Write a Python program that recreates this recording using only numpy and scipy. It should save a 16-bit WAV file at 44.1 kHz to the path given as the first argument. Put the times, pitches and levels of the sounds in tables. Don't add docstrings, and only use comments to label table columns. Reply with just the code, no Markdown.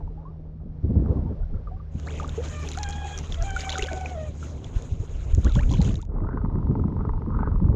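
import sys
import numpy as np
from scipy import signal
from scipy.fft import rfft, irfft
from scipy.io import wavfile

SR = 44100
rng = np.random.default_rng(int(sys.argv[2]) if len(sys.argv) > 2 else 0)


def bounce(signal):
    frames = np.transpose(np.atleast_2d(signal))
    limited = np.clip(frames, -1, 1)
    pcm = np.round(limited * 32767).astype(np.int16)
    wavfile.write(sys.argv[1], SR, pcm)


def linear_from_db(decibels):
    return 10 ** (np.asarray(decibels, float) / 20)


N = 342083

# t/s, openness/0-1
TREBLE_OPENNESS = [(1.9, 0), (1.97, 1), (6.04, 1), (6.07, 0)]
# f/Hz, relative level/dB
DROP_COLOUR = [(1500, -8), (3500, -10.5), (5000, 4.5), (7000, 12), (8500, -26.5), (11000, -10),
               (15500, -62)]


def rms_one(x):
    return x / np.sqrt(np.mean(x ** 2) + 1e-20)


def in_time(rows):
    s, *columns = np.transpose(rows)
    return [np.interp(np.arange(N) / SR, s, c) for c in columns]


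def drift(rate_hz):
    pole = np.exp(-2 * np.pi * rate_hz * 40 / SR)
    noise = rng.standard_normal(N // 40 + 2002)
    slow = signal.lfilter([1], [1, -2 * pole, pole * pole], noise)[2000:]
    return np.interp(np.arange(N) / 40, np.arange(len(slow)), rms_one(slow))


def coloured(x, spectrum):
    hz, db = np.transpose(spectrum)
    bins = np.maximum(np.arange(N // 2 + 1) * SR / N, 1)
    return irfft(rfft(x) * linear_from_db(np.interp(np.log(bins), np.log(hz), db)), N)


def bandpass(x, low_hz, high_hz):
    return signal.sosfilt(signal.butter(2, [low_hz, high_hz], "band", fs=SR, output="sos"), x)


def banded(spectrum, shared_db, own_db, rate_hz, count):
    edges = np.geomspace(spectrum[0][0], min(spectrum[-1][0], .45 * SR), count + 1)
    white = rng.standard_normal((2, N))
    together, out = drift(rate_hz), 0
    for k in range(count):
        band = bandpass(white[k % 2], edges[k], edges[k + 1])
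        out = out + band * linear_from_db(shared_db * together + own_db * drift(rate_hz))
    return rms_one(coloured(out, spectrum))


def swells(level_db, s, peak_db, rise_s, fall_s, hold_s=0):
    t = np.arange(0, N, 40)[:, None] / SR - s
    shape = np.exp(np.minimum(t, 0) / rise_s - np.maximum(t - hold_s, 0) / fall_s)
    power = np.sum((linear_from_db(peak_db) * shape) ** 2, axis=1)
    return np.sqrt(linear_from_db(level_db) ** 2 + np.interp(np.arange(N) / 40, np.arange(len(t)), power))


def add_bubble(out, s, level_db, hz, length_s, glide):
    t = np.arange(int(length_s * SR)) / SR
    octaves = glide * length_s / 3 * np.tanh(3 * t / length_s)
    phase = 2 * np.pi * np.cumsum(hz * 2 ** octaves) / SR
    decay = linear_from_db(-25.0 * t / length_s - 40 * (t / length_s) ** 2)
    soft_birth = 1 - np.exp(-t * hz / 0.7)
    at = int(s * SR)
    out[at:at + len(t)] += (linear_from_db(level_db) * decay * soft_birth * np.sin(phase))[:N - at]


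def fizz(clumping, low_hz, high_hz, cycles, octaves, spread_db, count):
    clock, out = np.cumsum(clumping), np.zeros(N)
    for when, size, pitch, climb in rng.random((count, 4)):
        hz = low_hz * (high_hz / low_hz) ** pitch
        s = np.searchsorted(clock, when * clock[-1]) / SR
        level_db = -spread_db * np.log(size + 0.014)
        add_bubble(out, s, level_db, hz, cycles / hz, climb * octaves * hz / cycles)
    return rms_one(out)


def engine():
    # t/s, f/Hz, first order level/dB, second order level/dB
    motor = [(0, 79.04, -51, -42.5), (.8, 78.43, -44.5, -43), (1.8, 78.4, -44.5, -46.5),
             (2.1, 76.1, -32.5, -43), (4.5, 75.53, -35.5, -48), (5.3, 76.2, -52, -46),
             (7.76, 75.8, -43.5, -58.5)]
    hz, *orders_db = in_time(motor)
    phase = 2 * np.pi * np.cumsum(hz * (1 + 0.0093 * drift(5.73))) / SR
    out = np.zeros(N)
    for order, db in enumerate(orders_db, start=1):
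        out += np.sqrt(2) * linear_from_db(db + 0.6 * drift(16.0)) * np.sin(order * phase)
    return out


def wind():
    # t/s, rumble level/dB, buffeting level/dB
    strength = [(0, -35, -63), (.5, -43.5, -46.5), (.828, -34.5, -42), (.84, -34.5, -26.5),
                (1.1, -30.5, -19.5), (1.3, -32.5, -27), (1.34, -36.5, -37), (1.42, -25.5, -50),
                (1.86, -37, -47), (2.0, -40.5, -39.5), (3.2, -38, -41), (3.43, -22, -36.5),
                (3.62, -40.5, -45.5), (4.5, -47.5, -37), (5.25, -28, -44.5), (5.4, -20.5, -47),
                (5.75, -21.5, -18.5), (5.98, -26.5, -23), (6.05, -33, -45), (6.15, -25.5, -30),
                (6.85, -34, -20.5), (7.17, -27, -33.5), (7.26, -33.5, -23.5), (7.58, -21.5, -31.5),
                (7.76, -27.5, -13)]
    # t/s, rumble level/dB, buffeting level/dB
    puffs = [(0.039, -25, -35.5), (0.472, -28.5, -54), (0.661, -35, -26), (0.847, -22.5, -15.5),
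             (0.913, -35.5, -14), (0.957, -33, -12.5), (1.102, -29, -18.5), (1.169, -39, -18.5),
             (1.532, -17.5, -28), (1.956, -25, -22), (2.309, -21, -32), (3.822, -19, -52), (4.25, -27, -49),
             (4.67, -24, -37), (4.768, -17, -49), (4.922, -15, -48), (5.006, -14.5, -57), (5.156, -22, -38),
             (5.338, -13, -29), (5.379, -32, -14), (5.457, -35, -7), (5.568, -30, -11.5),
             (5.721, -12.5, -21), (6.22, -24, -18), (6.443, -24, -18), (6.72, -27, -26),
             (6.999, -18.5, -22.5), (7.369, -25.5, -22), (7.538, -36.5, -17.5), (7.699, -32, -14)]
    # f/Hz, relative level/dB
    rumble_colour = [(12, -35.5), (20, -5), (38, 3), (50, -3), (81, -5.5), (113, -10), (200, -44),
                     (260, -45.5), (440, -120)]
    # f/Hz, relative level/dB
    buffet_colour = [(35, -26), (60, 9.5), (83, 9), (171, 0.5), (209, -2.5), (290, -9.5), (501, -22),
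                     (1590, -53.5), (2500, -68), (3250, -95), (5500, -120)]
    rumble_db, buffet_db = in_time(strength)
    s, rumble_puff_db, buffet_puff_db = np.transpose(puffs)
    rumble = banded(rumble_colour, shared_db=-2.5, own_db=1.0, rate_hz=8.8, count=6)
    buffet = banded(buffet_colour, shared_db=3.5, own_db=2.5, rate_hz=36.5, count=10)
    openness, = in_time(TREBLE_OPENNESS)
    body = bandpass(buffet, 140, 620)
    buffet = buffet + linear_from_db(-6.5) * (1 - openness) * body
    rumble_gain = swells(rumble_db, s, rumble_puff_db, rise_s=.007, fall_s=.014)
    buffet_gain = swells(buffet_db, s, buffet_puff_db, rise_s=.007, fall_s=.014)
    return rumble_gain * rumble + buffet_gain * buffet


def sea():
    # t/s, wash level/dB, hiss level/dB
    calm = [(0, -47.5, -69), (.65, -57, -74.5), (.86, -53.5, -67.5), (1.12, -35.5, -63.5),
            (1.35, -49.5, -65.5), (1.9, -54, -66.5), (2.01, -45.5, -59.5), (2.44, -47, -51),
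            (3.2, -47.5, -50), (4.0, -48.5, -52.5), (4.25, -48, -59.5), (5.3, -48.5, -58.5),
            (5.55, -57, -51.5), (5.92, -44, -61), (6.02, -67, -87.5), (6.07, -54, -86),
            (6.14, -42.5, -72.5), (6.67, -50, -67), (7.76, -47.5, -67)]
    # t/s, hold/s, wash level/dB, hiss level/dB, splashing level/dB
    sloshes = [(2.066, 0.15, -46.5, -56, -56.5), (2.443, 0.065, -56, -46.5, -55.5),
               (2.68, 0.052, -47, -70, -50), (3.186, 0.0086, -59, -70, -63),
               (3.597, 0.046, -69, -44, -48.5), (3.682, 0.16, -54, -62, -45),
               (3.927, 0.0089, -34.5, -68, -64), (4.051, .02, -35.5, -52, -56),
               (4.435, 0.05, -76, -53.5, -79), (4.756, 0.09, -49, -55, -74), (5.44, 0.036, -42, -74, -57.5),
               (5.545, 0.053, -54, -70, -54.5), (5.713, 0.0096, -51.5, -53, -45),
               (5.816, 0.075, -42, -51.5, -54.5), (5.93, 0.062, -65, -85, -65)]
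    # f/Hz, relative level/dB
    wash_colour = [(150, -28), (250, 1.5), (352, -4), (392, 1), (553, -4), (826, -12), (1110, -17.5),
                   (1760, -35.5), (2600, -52.5), (3380, -74), (5720, -120)]
    # f/Hz, relative level/dB
    spray_colour = [(1000, 1), (1600, -1.5), (1900, -6), (2600, -4), (4050, -6), (4400, -13.5), (5700, -9),
                    (6750, 0.5), (7300, -6), (8300, -19.5), (9300, -30), (10200, -28), (13000, -36),
                    (15600, -47)]
    # f/Hz, relative level/dB
    muffled_colour = [(1500, 0), (2500, -8.5), (5700, -15.5), (6300, -22), (9000, -36)]
    # f/Hz, gain/dB
    patter_colour = [(600, -4), (3900, 4), (4600, -2.5), (5600, -6.5), (6700, 1.5), (9000, 2.5)]
    wash_db, hiss_db = in_time(calm)
    trickle_db = hiss_db - 9.5
    s, hold_s, *slosh_db = np.transpose(sloshes)
    wash_gain, hiss_gain, splash_gain = (
        swells(db, s, peak_db, rise_s=.009, fall_s=.047, hold_s=hold_s)
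        for db, peak_db in zip((wash_db, hiss_db, trickle_db), slosh_db))
    wash = banded(wash_colour, shared_db=2.0, own_db=2.5, rate_hz=10.9, count=9)
    spray = banded(spray_colour, shared_db=1.8, own_db=3, rate_hz=14.0, count=9)
    gurgle = fizz(linear_from_db(5.5 * drift(7.4)), low_hz=520, high_hz=2400, cycles=18, octaves=.5,
                  spread_db=3.0, count=900)
    patter = fizz(linear_from_db(4.0 * drift(9.0)), low_hz=2000, high_hz=7300, cycles=20, octaves=.4,
                  spread_db=3.2, count=3200)
    ticks = (rng.random(N) < 200.0 / SR) * rng.laplace(size=N)
    ticks = rms_one(coloured(ticks, DROP_COLOUR))
    splash = linear_from_db(1.9) * gurgle + coloured(patter, patter_colour) + linear_from_db(-7.0) * ticks
    openness, = in_time(TREBLE_OPENNESS)
    dull_hiss = rms_one(coloured(rng.standard_normal(N), muffled_colour))
    hiss = openness * spray + (1 - openness) * dull_hiss
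    return wash_gain * wash + hiss_gain * hiss + splash_gain * openness * splash


def splashes():
    # t/s, level/dB, pitch f/Hz, length/s, glide at birth/(octaves/s)
    bubbles = [(.006, -39, 930, 0.042, -13), (0.076, -33.5, 906, 0.021, 1), (.175, -47, 797, 0.13, 4),
               (0.253, -40.5, 1004, 0.096, 8.5), (1.169, -40.5, 1090, 0.029, -10),
               (1.262, -40, 875, 0.069, 6), (1.765, -48, 1090, 0.051, 10),
               (3.614, -40.5, 1740, 0.028, 51.5), (5.62, -38.5, 1206, 0.06, 23),
               (5.717, -39, 1010, 0.038, 5), (1.43, -52, 1430, 0.031, 2), (1.541, -48.5, 1330, 0.027, 11),
               (1.672, -38, 1233, 0.047, -7), (1.712, -40.5, 710, 0.13, 3.5),
               (1.799, -41.5, 1174, 0.036, 1.5), (2.07, -48, 1250, .046, 23), (2.148, -43, 1960, 0.031, 7),
               (2.073, -39.5, 1500, 0.072, 42), (2.199, -23.5, 1250, 0.023, -8),
               (2.223, -34.5, 767, 0.057, 25), (2.245, -26, 1200, 0.02, -9), (2.285, -36, 1450, 0.024, -4),
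               (2.377, -21, 413, 0.1, 11.5), (2.646, -34, 840, .035, 3), (1.57, -52, 1360, .032, -5),
               (2.774, -24, 1410, 0.011, 13.7), (3.41, -37.5, 1660, 0.032, -2),
               (3.423, -37, 1390, 0.026, 4), (3.563, -24.5, 1410, 0.049, 7), (3.664, -36, 944, 0.06, 35),
               (3.755, -19, 1460, 0.016, -4), (3.778, -30, 1320, 0.028, -8.5), (3.788, -27, 400, .06, 5),
               (3.826, -24, 390, .045, 4), (3.844, -27, 490, .04, 2), (3.862, -36, 540, .04, 4),
               (3.793, -32, 1900, .026, 40), (3.914, -25, 680, .03, -6), (3.929, -24, 660, .035, -8),
               (5.556, -33, 780, .036, 100), (5.565, -34, 1250, .02, 40), (5.5875, -29, 1400, .032, 55),
               (3.885, -28, 1550, 0.022, 24), (4.059, -28, 2432, 0.014, 3), (4.428, -35, 1390, 0.029, -10),
               (1.06, -35, 1230, 0.018, -5), (5.451, -33.5, 1130, 0.048, 2),
               (5.465, -29, 1250, 0.046, 52.5), (5.491, -39, 1496, 0.085, -13),
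               (5.573, -32.5, 563, 0.1, 2.5), (5.598, -36.5, 755, 0.1, 29.5), (5.736, -33, 994, 0.03, -4),
               (5.805, -30.5, 830, 0.072, -1.5), (5.987, -45, 990, 0.063, 31),
               (6.028, -40.5, 885, 0.033, 8)]
    # t/s, relative level/dB, pitch f/Hz
    drops = [(2.07, -35, 4060), (2.106, -33.5, 3170), (2.189, -33, 2440), (2.231, -36.5, 2740),
             (2.278, -33.5, 7200), (2.293, -27.5, 3570), (2.6761, -31, 2520), (2.688, -23, 6000),
             (2.689, -30, 3940), (2.695, -34.5, 6240), (2.706, -35, 2670), (2.716, -24.5, 6970),
             (2.717, -33, 3950), (2.74, -33, 3620), (2.747, -32, 3840), (2.7737, -23.5, 6400),
             (2.7862, -25, 6650), (2.7868, -25, 4100), (2.8314, -16, 5950), (2.838, -23.5, 3960),
             (2.889, -23.5, 6900), (2.898, -28, 6600), (2.907, -26, 6400), (2.9262, -29, 3960),
             (2.931, -28.5, 3150), (3.177, -20.5, 5860), (3.188, -18, 5800), (3.323, -21.5, 3420),
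             (3.344, -22.5, 3100), (3.4239, -22, 5900), (3.506, -25, 6600), (3.5635, -26, 6830),
             (3.607, -21.5, 4830), (3.618, -39.5, 6260), (3.694, -15, 3400), (3.7015, -19, 4040),
             (3.7052, -20.5, 3770), (3.704, -39.5, 6430), (3.719, -20, 3730), (3.727, -17, 2990),
             (3.724, -24, 3900), (3.734, -30.5, 3400), (3.737, -46.5, 6700), (3.743, -32.5, 3900),
             (3.766, -40, 3950), (3.779, -25.5, 3700), (3.7838, -16, 6600), (3.793, -25, 6700),
             (3.813, -39, 6660), (3.8243, -12.5, 2710), (3.832, -22, 3850), (3.84, -20, 3330),
             (3.839, -41, 6480), (3.861, -27.5, 3000), (3.868, -32, 2800), (3.89, -32, 3200),
             (3.921, -28, 2270), (3.931, -40, 5500), (3.976, -37, 3280), (4.0106, -31, 6700),
             (4.644, -30, 3280), (4.823, -31, 6500), (5.339, -32, 6840), (5.349, -25.5, 6800),
             (5.4463, -25.5, 6500), (5.446, -30.5, 3960), (5.463, -29.5, 3170), (5.475, -43, 3430),
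             (5.495, -30, 3620), (5.521, -30, 3700), (5.553, -24.5, 3270), (5.563, -32, 3260),
             (5.5733, -37, 2840), (5.593, -32, 2800), (5.608, -31.5, 2220), (5.632, -29, 2270),
             (5.6942, -31.5, 3200), (5.7175, -33.5, 4740), (5.725, -32, 4100), (5.7252, -41, 2720),
             (5.7377, -25, 3220), (5.816, -21.5, 4000), (5.826, -28, 6640), (5.8475, -32, 3200),
             (5.846, -30, 6700), (5.893, -36.5, 3140), (5.9557, -28, 3720), (6.016, -33.5, 6840),
             (6.026, -38.5, 3540)]
    # t/s, relative level/dB
    dry_snaps = [(1.999, -27.5), (2.638, -28.5), (2.834, -16.5), (3.8235, -15), (3.932, -17), (5.588, -41),
                 (5.598, -38), (5.943, -25.5), (6.0527, -39)]
    rings, hits, snaps = np.zeros(N), np.zeros(N), np.zeros(N)
    for row in bubbles:
        add_bubble(rings, *row)
    rings *= linear_from_db(2.5 * drift(90))
    for s, db, hz in drops:
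        add_bubble(rings, s, db - 2.5, hz, 22 / hz, 30)
        hits[int(s * SR)] = linear_from_db(db - 16.5)
    for s, db in dry_snaps:
        snaps[int(s * SR)] = linear_from_db(db)
    crack_decay = np.exp(-1 / (0.0027 * SR))
    cracks = signal.lfilter([1], [1, -crack_decay], hits + 1e-18) * rng.standard_normal(N)
    thud = bandpass(snaps + 1e-18, 450, 4200)
    slap = bandpass(cracks, 1300, 4300)
    return rings + coloured(cracks + snaps, DROP_COLOUR) + linear_from_db(6) * thud + linear_from_db(2) * slap


def cockerel():
    # t/s, pitch f/Hz, fundamental level/dB, overtones level/dB
    crow = [
        [(2.44, 633, -67, -77), (2.55, 601, -50, -52.5), (2.655, 583, -60, -54.5)],
        [(2.768, 695, -36, -68), (2.795, 850, -38, -52), (2.87, 798, -40, -49), (2.93, 817, -50, -50.5),
         (3.126, 821, -43, -49.5), (3.2, 818, -76, -54)],
        [(3.37, 657, -47, -60), (3.44, 686, -37, -54)],
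        [(3.43, 798, -41, -57), (3.462, 786.6, -44.5, -50), (3.73, 764.4, -44.5, -51.5),
         (3.9, 747.5, -40.5, -51), (4.05, 744.5, -45.5, -60), (4.134, 730, -47.5, -55.5),
         (4.172, 626, -38, -62), (4.2, 624, -39, -58), (4.28, 608, -47, -62.5), (4.34, 530, -58, -86)],
    ]
    # f/Hz, gain/dB
    throat = [(1100, 2.5), (1600, -0.5), (1900, -1), (2350, -0.5), (2500, -8), (3050, -9), (3300, -1.5),
              (3600, -31)]
    out, t = np.zeros(N), np.arange(N) / SR
    throbbing = (t > 2.96) & (t < 3.17)
    lag = 2 * np.pi * 41 * t + drift(30.0)
    for note in crow:
        hz, first_db, overtones_db = in_time(note)
        fade = np.clip(np.minimum(t - note[0][0], note[-1][0] - t) / 0.0098, 0, 1)
        phase = 2 * np.pi * np.cumsum(hz * (1 + 0.00914 * drift(38.9))) / SR
        for k in range(5):
            tone = np.sin((k + 1) * phase + 0.35 * k * drift(60.0))
            if k == 0:
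                db = first_db
                tone += throbbing * 0.9 * np.sin(phase - lag)
            else:
                db = overtones_db + np.interp((k + 1) * hz, *np.transpose(throat))
            flicker_db = 3 * drift(12.0) + 3 * drift(70.0)
            out += fade * np.sqrt(2) * linear_from_db(db + flicker_db) * tone
    return out


def reel():
    # t/s, hold/s, level/dB
    hard_turns = [(6.187, 0.26, -51.5), (6.995, 0.11, -51), (7.335, 0.16, -46)]
    # f/Hz, relative level/dB, t60/s
    modes = [(420, -0.5, 0.063), (900, 3, 0.026), (1060, 1, 0.022), (1250, -3.5, 0.029), (1485, -6, 0.0098),
             (2000, -17.5, 0.018)]
    # t/s, level against a tick/dB
    offbeats = [(6.14, -5), (6.183, -2), (6.447, 3.5), (6.555, 2), (6.989, -5), (7.289, -7), (7.405, -4),
                (7.452, -18)]
    # t/s, level against a tick/dB
    accents = [(6.288, 4), (6.33, -4), (6.373, 5), (6.63, -4), (6.754, 4), (7.05, 5), (7.092, 5),
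               (7.346, -6), (7.388, 3), (7.43, 5), (7.473, 4)]
    # t/s, f/Hz
    whine_pitch = [(6.1, 900), (6.34, 1552), (6.48, 1000), (6.95, 900), (7.04, 1390), (7.15, 900),
                   (7.25, 944), (7.45, 1553), (7.6, 991)]
    # f/Hz, relative level/dB
    whirr_colour = [(300, -9), (430, 0.5), (700, -15.5), (960, 13), (1250, 7), (1500, -8.5), (1750, -22),
                    (2100, -21), (2500, -45), (3500, -68.5), (6000, -110)]
    base_db, start_s, ticks_per_s = -51.5, 6.006, 23.63
    s, hold_s, turn_db = np.transpose(hard_turns)
    level = swells(base_db, s, turn_db, rise_s=.019, fall_s=.025, hold_s=hold_s)
    level *= np.clip((np.arange(N) / SR - start_s) / 0.26, 0, 1)

    knocks = list(offbeats)
    for beat_s in np.arange(6.1185, N / SR, 1 / ticks_per_s):
        accent_db = sum(db for when, db in accents if abs(when - beat_s) < .5 / ticks_per_s)
        knocks.append((beat_s, accent_db))
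    knock_s, knock_db = np.transpose(knocks)
    at, ticks = (knock_s * SR).astype(int), 0
    chance = rng.standard_normal((len(at), len(modes) + 1))
    for k, (hz, db, t60) in enumerate(modes):
        clicks = np.zeros(N)
        chance_db = 1.2 * chance[:, -1] + 2.8 * chance[:, k]
        clicks[at] = linear_from_db(12.5 + db + knock_db + chance_db) * (-1) ** k
        r, w = linear_from_db(-60 / (t60 * SR)), 2 * np.pi * hz / SR
        ticks = ticks + signal.lfilter([0, np.sin(w)], [1, -2 * r * np.cos(w), r * r], clicks + 1e-18)
    ticks = signal.sosfilt(signal.butter(6, 2300, fs=SR, output="sos"), ticks)

    hz, = in_time(whine_pitch)
    phase = 2 * np.pi * np.cumsum(hz) / SR
    slow = signal.sosfilt(signal.butter(2, 110, fs=SR, output="sos"), rng.standard_normal((2, N)))
    whine = rms_one(slow[0] * np.cos(phase) + slow[1] * np.sin(phase))
    whirr = rms_one(coloured(rng.standard_normal(N), whirr_colour)) + linear_from_db(1.5) * whine
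    flutter = linear_from_db(-6 + 4 * drift(60.0))
    effort = (level / linear_from_db(base_db)) ** 0.43
    return level * (ticks + effort * flutter * whirr)


def scene():
    return (engine() + wind() + sea() + splashes() + cockerel() + reel())[None]


def top_cut(x):
    return signal.sosfilt(signal.butter(12, 15650, fs=SR, output="sos"), x)


def record(dry):
    mix = .5 * np.tanh(dry / .5)
    return top_cut(mix)


dry = scene()
out = record(dry)
bounce(out)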